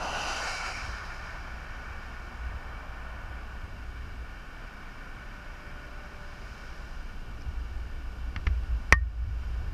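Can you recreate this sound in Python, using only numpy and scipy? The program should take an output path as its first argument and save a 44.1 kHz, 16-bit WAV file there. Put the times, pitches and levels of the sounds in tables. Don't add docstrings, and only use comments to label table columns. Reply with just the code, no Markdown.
import sys
import numpy as np
from scipy import signal
from scipy.fft import rfft, irfft, next_fast_len
from scipy.io import wavfile
from scipy.ndimage import uniform_filter1d

SR = 44100
rng = np.random.default_rng(int(sys.argv[2]) if len(sys.argv) > 2 else 0)


def generate_wav(signal):
    frames = np.transpose(np.atleast_2d(signal))
    scaled = np.clip(frames, -1, 1) * 32767
    pcm = np.round(scaled).astype(np.int16)
    wavfile.write(sys.argv[1], SR, pcm)


N = 429093
TIME = np.arange(N) / SR
CUTOFF_HZ = 15100


def pickup(peak_db, loudest_m, width_lanes, falloff):
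    abreast_s, speed_m_per_s, lane_m, flutter_hz = 0.1594, 33.88, 8.71, 7.1
    along_m = speed_m_per_s * (TIME - abreast_s) - loudest_m
    spreading = (1 + (along_m / (width_lanes * lane_m)) ** 2) ** falloff
    screened_db = 2.5 * np.exp(-TIME / 0.073)
    flutter_db = noise([(flutter_hz / 2, 0), (flutter_hz, 0), (2 * flutter_hz, -14)])
    return from_db(peak_db - screened_db + flutter_db) ** 2 / spreading


# loudest t/s, half-length/s, relative level/dB of roar, of tread, of hiss
FAR_PASSES = [(1.22, 0.305, -53.5, -55.5, -59.5), (1.95, 0.504, -54.5, -54.5, -63.5),
              (2.949, 0.516, -50.5, -53.5, -82), (4.702, 0.32, -60.5, -55, -87),
              (5.495, 0.8, -61.5, -50.5, -69.5), (6.604, 0.35, -58.5, -53.5, -60.5),
              (9.455, 0.12, -72.5, -58, -70)]
def far_traffic():
    powers = []
    for part, stream_db in enumerate((-58, -57.5, -65)):
        passes = sum(swell(s, half_s, parts_db[part]) for s, half_s, *parts_db in FAR_PASSES)
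        powers.append(from_db(stream_db) ** 2 + passes)
    return powers


# f/Hz, level/dB
ROAR_SPECTRUM = [(150, -9.5), (300, -13), (450, -9.5), (620, -2), (800, -4), (1100, -.5), (1500, -11),
                 (2500, -33)]
TREAD_SPECTRUM = [(700, -15), (1100, -2), (1400, 1), (1800, 0), (2300, -5.5), (2900, -12.5), (3600, -19.5),
                  (5000, -41)]
HISS_SPECTRUM = [(2200, -1), (3400, -1), (4500, -1), (6000, 0.5), (7500, -9.5), (10000, -14.5),
                 (12000, -24), (15000, -31)]
def tyres():
    near_roar = pickup(peak_db=-36, loudest_m=-1.69, width_lanes=0.7563, falloff=1.01)
    near_tread = pickup(peak_db=-38, loudest_m=8, width_lanes=1.4045, falloff=0.74)
    near_hiss = pickup(peak_db=-40.5, loudest_m=6.5, width_lanes=3.0, falloff=5.5)
    far_roar, far_tread, far_hiss = far_traffic()
    roar = from_db(-2.0) * np.sqrt(near_roar + far_roar) * noise(ROAR_SPECTRUM)
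    tread = from_db(-3.5) * np.sqrt(near_tread + far_tread) * noise(TREAD_SPECTRUM)
    hiss = from_db(-1.49) * np.sqrt(near_hiss + far_hiss) * noise(HISS_SPECTRUM)
    return roar + tread + hiss


# t/s, bearing (0 abreast, 1 oblique, 2 receding, 3 far)
PICKUP_BEARING = [(.24, 0), (.38, 0.5), (.5, 1.5), (.66, 1.5), (.9, 3), (1.25, 3)]
# f/Hz, width/Hz, level/dB
ABREAST_BANDS = [(232, 226, 6), (832, 236, 4), (1076, 212, -3.5), (1790, 174, -8.5), (1973, 132, 10),
                 (2262, 270, -9.5), (2767, 530, 9.5), (3250, 260, -4.5), (4000, 420, -1.5),
                 (5340, 425, -8.5), (6144, 326, 9.5), (6520, 210, -10), (8200, 490, -8.5)]
OBLIQUE_BANDS = [(451, 185, 5), (780, 114, 5), (995, 132, 4.5), (1342.7, 44, 12), (1590, 240, 1.5),
                 (2130, 210, 2.5), (2900, 200, 1), (3300, 280, -5.5), (4735, 164, 6.5), (5040, 376, -5.5),
                 (5860, 250, 1.5), (7430, 860, 4)]
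RECEDING_BANDS = [(755, 109, 7), (1340, 78, 1.5), (1700, 520, -3), (2280, 590, 6), (3320, 276, -10),
                  (3670, 67, -6.5), (5380, 630, 3), (6000, 220, -4), (13500, 2000, -3.5)]
FAR_BANDS = [(1072, 335, 0.5), (2800, 370, -6.5), (8380, 3900, -3.5)]
def reflections(x):
    bearing, = in_time(PICKUP_BEARING)
    out = np.zeros(N)
    for k, bands in enumerate((ABREAST_BANDS, OBLIQUE_BANDS, RECEDING_BANDS, FAR_BANDS)):
        share = np.maximum(1 - np.abs(bearing - k), 0)
        out += share * coloured(x, bands)
    return out


# t/s, tap level/dB, ring re tap/dB, thump level/dB, top f/Hz, bottom f/Hz
DROP_HITS = [(3.616, -45.5, -17, -47.5, 14200, 2500), (7.411, -36, -29.5, -87, 14000, 4500),
             (7.419, -33.5, -29.5, -87, 14000, 3300), (8.362, -22.5, -14, -31, 4510, 100),
             (8.4677, -23, -15, -25.5, 4500, 100), (8.4701, -21.5, -21, -20.5, 3200, 60),
             (8.635, -37.5, -27, -66.5, 12000, 2500), (8.9245, -3, 2.5, -11, 7200, 99)]
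# f/Hz, level/dB, t60/s
SHELL_MODES = [(615, -23, .03), (933, -21, 0.0526), (1103, -12.5, 0.053), (1176, -15.5, 0.092),
               (1532, -17.5, 0.043), (1844, -10, 0.1392), (1974, -1, 0.0226), (2270, -32, 0.0096),
               (3100, -25.5, 0.013), (4250, -33.5, 0.0092), (4820, -26, 0.02), (5754, -15.5, 0.018),
               (6550, -23.5, .01)]
MOUNT_MODES = [(58.25, -4, 0.814), (76.47, -3.5, 0.373), (169, -4.5, 0.0615)]
# f/Hz, level/dB
SPLASH_SPECTRUM = [(150, -5.5), (350, 0), (700, -11.5), (1200, 5.5), (2100, 4.5), (2900, -1.5), (3600, -11),
                   (5700, -8.5), (7500, -39.5), (15000, -32.5)]
def raindrops(splash_db, splash_s, spray_db, spray_s):
    out, pushes = np.zeros(N), np.zeros(N)
    spatter = steadied(noise(SPLASH_SPECTRUM), seconds=0.0014)
    shell = ring(np.where(TIME == 0, 1, 0), SHELL_MODES)
    splash = from_db(splash_db) * np.exp(-(TIME / splash_s) ** 2)
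    burst = splash + from_db(spray_db) * np.exp(-TIME / spray_s)
    for s, tap_db, ring_db, thump_db, top_hz, bottom_hz in DROP_HITS:
        at = int(s * SR)
        tap = from_db(ring_db) * shell[:N - at] + burst[:N - at] * spatter[at:]
        band_hz = [bottom_hz, np.clip(top_hz, 2 * bottom_hz, CUTOFF_HZ)]
        contact = signal.butter(2, band_hz, "band", fs=SR, output="sos")
        out[at:] += from_db(tap_db) * signal.sosfilt(contact, tap + 1e-18)
        pushes[at] = from_db(thump_db)
    return out + ring(pushes, MOUNT_MODES)


# f/Hz, level/dB
BUFFET_SPECTRUM = [(12, -11), (22, -0.5), (32, -1), (45, -12), (70, -16.5), (140, -32)]
MOUNT_SPECTRUM = [(35, -24.5), (50, -16.5), (58, 5.5), (67, -17.5), (79, -12), (89, -22.5), (101, -17.5),
                  (120, -35), (170, -36), (250, -41.5), (500, -55.5)]
# t/s, relative level/dB
BUFFET_LEVELS = [(0.0, -45), (0.43, -45), (6.68, -45.5), (6.92, -40.5), (9.52, -40), (9.6, -39.5)]
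SHAKE_LEVELS = [(0.0, -47), (4.23, -40), (4.4, -53.5), (7.42, -44.5), (7.46, -33.5), (7.98, -39.5),
                (8.4, -36.5)]
# strongest t/s, half-length/s, level/dB
GUST_PEAKS = [(0.861, 0.0496, -34), (1.935, 0.0535, -37), (2.481, 0.0566, -35), (3.263, 0.068, -39),
              (8.73, 0.0298, -27.5), (9.03, 0.061, -26.5), (9.267, 0.093, -24), (9.55, 0.164, -33)]
def wind(jolt_below_hz):
    buffet_db, = in_time(BUFFET_LEVELS)
    shake_db, = in_time(SHAKE_LEVELS)
    gusts = np.sqrt(sum(swell(s, half_s, db) for s, half_s, db in GUST_PEAKS))
    buffet = from_db(buffet_db + 2.08) * steadied(noise(BUFFET_SPECTRUM), seconds=0.197)
    shake = from_db(shake_db - 0.49) * steadied(noise(MOUNT_SPECTRUM), seconds=0.14)
    lowpass = signal.butter(2, jolt_below_hz, fs=SR, output="sos")
    jolts = signal.sosfilt(lowpass, noise(MOUNT_SPECTRUM))
    return buffet + shake + gusts * steadied(jolts, seconds=0.14)


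# t/s, f/Hz, level/dB
LORRY_NOTE = [(4.9, 593, -89.5), (5.2, 588.9, -67.5), (5.6, 592.4, -63), (6.0, 588, -59),
              (6.35, 589.2, -61), (6.5, 563.8, -72), (6.8, 574, -63.5), (7.3, 560, -87)]
def lorry_whine(waver_hz, undertone_db):
    hz, db = in_time(LORRY_NOTE)
    waver = waver_hz * noise([(3, 11), (25, -9.5)])
    phase = 2 * np.pi * np.cumsum(hz + waver) / SR
    undertone = from_db(undertone_db) * np.sin(phase * 2 / 3)
    return from_db(db) * np.sqrt(2) * (np.sin(phase) + undertone)


# f/Hz, level/dB
RUMBLE_SPECTRUM = [(40, -4), (100, 1.5), (170, -1), (250, -4.5), (400, -9.5), (800, -16)]
def far_rumble():
    return from_db(-51.5) * noise(RUMBLE_SPECTRUM)


# f/Hz, level/dB
IDLE_SPECTRUM = [(1500, -27), (2400, -13), (2850, 3), (3050, -9), (3500, -3.5), (4200, -19), (6000, -33)]
def parked_car():
    return from_db(-66.5) * noise(IDLE_SPECTRUM)


# f/Hz, level/dB
WHISTLES = [(8781, -87.5), (11688, -92.5), (11719, -81.5), (14626, -83.5)]
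CIRCUIT_SPECTRUM = [(1000, -4), (7000, 3), (11000, -2.5), (12500, -2), (15000, -15.5)]
def circuit(hiss_db):
    tones = sum(from_db(db) * np.sqrt(2) * np.sin(2 * np.pi * hz * TIME) for hz, db in WHISTLES)
    return tones + from_db(hiss_db) * noise(CIRCUIT_SPECTRUM)


# f/Hz, width/Hz, level/dB
HOUSING_BANDS = [(759, 149, 4), (1186, 37, 4), (1474.4, 123.3, 9), (1797.7, 80, 5.5), (1998, 220, -8),
                 (2281.4, 179, 9.5), (2689, 196, 6), (3076, 160, 9), (3428, 462, -3.5), (3993, 160, 3.5),
                 (4932, 670, 7), (5720, 265, 2.5), (6083, 232, -6.5), (6740, 300, 3)]
def housing(x):
    return coloured(x, HOUSING_BANDS)


def gain_control(x, threshold_db, release_db_per_s, attack_s):
    over_db = np.maximum(20 * np.log10(np.abs(x) + 1e-9) - threshold_db, 0)
    release_db = release_db_per_s * TIME
    held_db = np.maximum.accumulate(over_db + release_db) - release_db
    pole = np.exp(-1 / (attack_s * SR))
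    return x * from_db(-signal.lfilter([1 - pole], [1, -pole], held_db))


def from_db(db):
    return 10 ** (np.asarray(db) / 20)


def in_time(table):
    s, *columns = np.transpose(table)
    return [np.interp(TIME, s, column) for column in columns]


def swell(at_s, half_s, db):
    return from_db(db) ** 2 * np.exp(-np.minimum(((TIME - at_s) / half_s) ** 2, 60))


def noise(spectrum):
    hz, db = np.transpose(spectrum)
    size = next_fast_len(N)
    bins = np.fft.rfftfreq(size, 1 / SR) + 1e-3
    skirts = 1 / (1 + (hz[0] / 2 / bins) ** 2) / (1 + (bins / hz[-1] / 2) ** 2)
    gain = from_db(np.interp(np.log(bins), np.log(hz), db)) * skirts
    x = irfft(rfft(rng.standard_normal(size)) * gain, size)[:N]
    return x / np.sqrt(np.mean(x ** 2) + 1e-20)


def steadied(x, seconds):
    return x / np.sqrt(uniform_filter1d(x * x, max(int(seconds * SR), 2)) + 1e-9)


def ring(clicks, modes):
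    out = np.zeros(N)
    for hz, db, t60 in modes:
        r, w = from_db(-60 / (t60 * SR)), 2 * np.pi * hz / SR
        out += from_db(db) * signal.lfilter([0, np.sin(w)], [1, -2 * r * np.cos(w), r * r], clicks + 1e-18)
    return out


def coloured(x, bands):
    for hz, width_hz, db in bands:
        lift, damp = from_db(db / 2), np.pi * width_hz / SR
        c = -2 * np.cos(2 * np.pi * hz / SR)
        x = signal.lfilter([1 + damp * lift, c, 1 - damp * lift], [1 + damp / lift, c, 1 - damp / lift], x)
    return x


def scene():
    background = far_rumble() + parked_car()
    road = reflections(tyres()) + lorry_whine(waver_hz=3.1, undertone_db=-7) + background
    taps = raindrops(splash_db=-9.5, splash_s=0.00417, spray_db=-23.5, spray_s=0.012)
    return (housing(road) + wind(jolt_below_hz=166) + taps + circuit(hiss_db=-72.5))[None]


def record(dry):
    held = gain_control(dry[0], threshold_db=-5, release_db_per_s=18, attack_s=0.0147)
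    rounded = held / (1 + (held / .85) ** 4) ** (1 / 4)
    top_cut = signal.ellip(10, .1, 90, CUTOFF_HZ, fs=SR, output="sos")
    return signal.sosfilt(top_cut, rounded)[None]


dry = scene()
out = record(dry)
generate_wav(out)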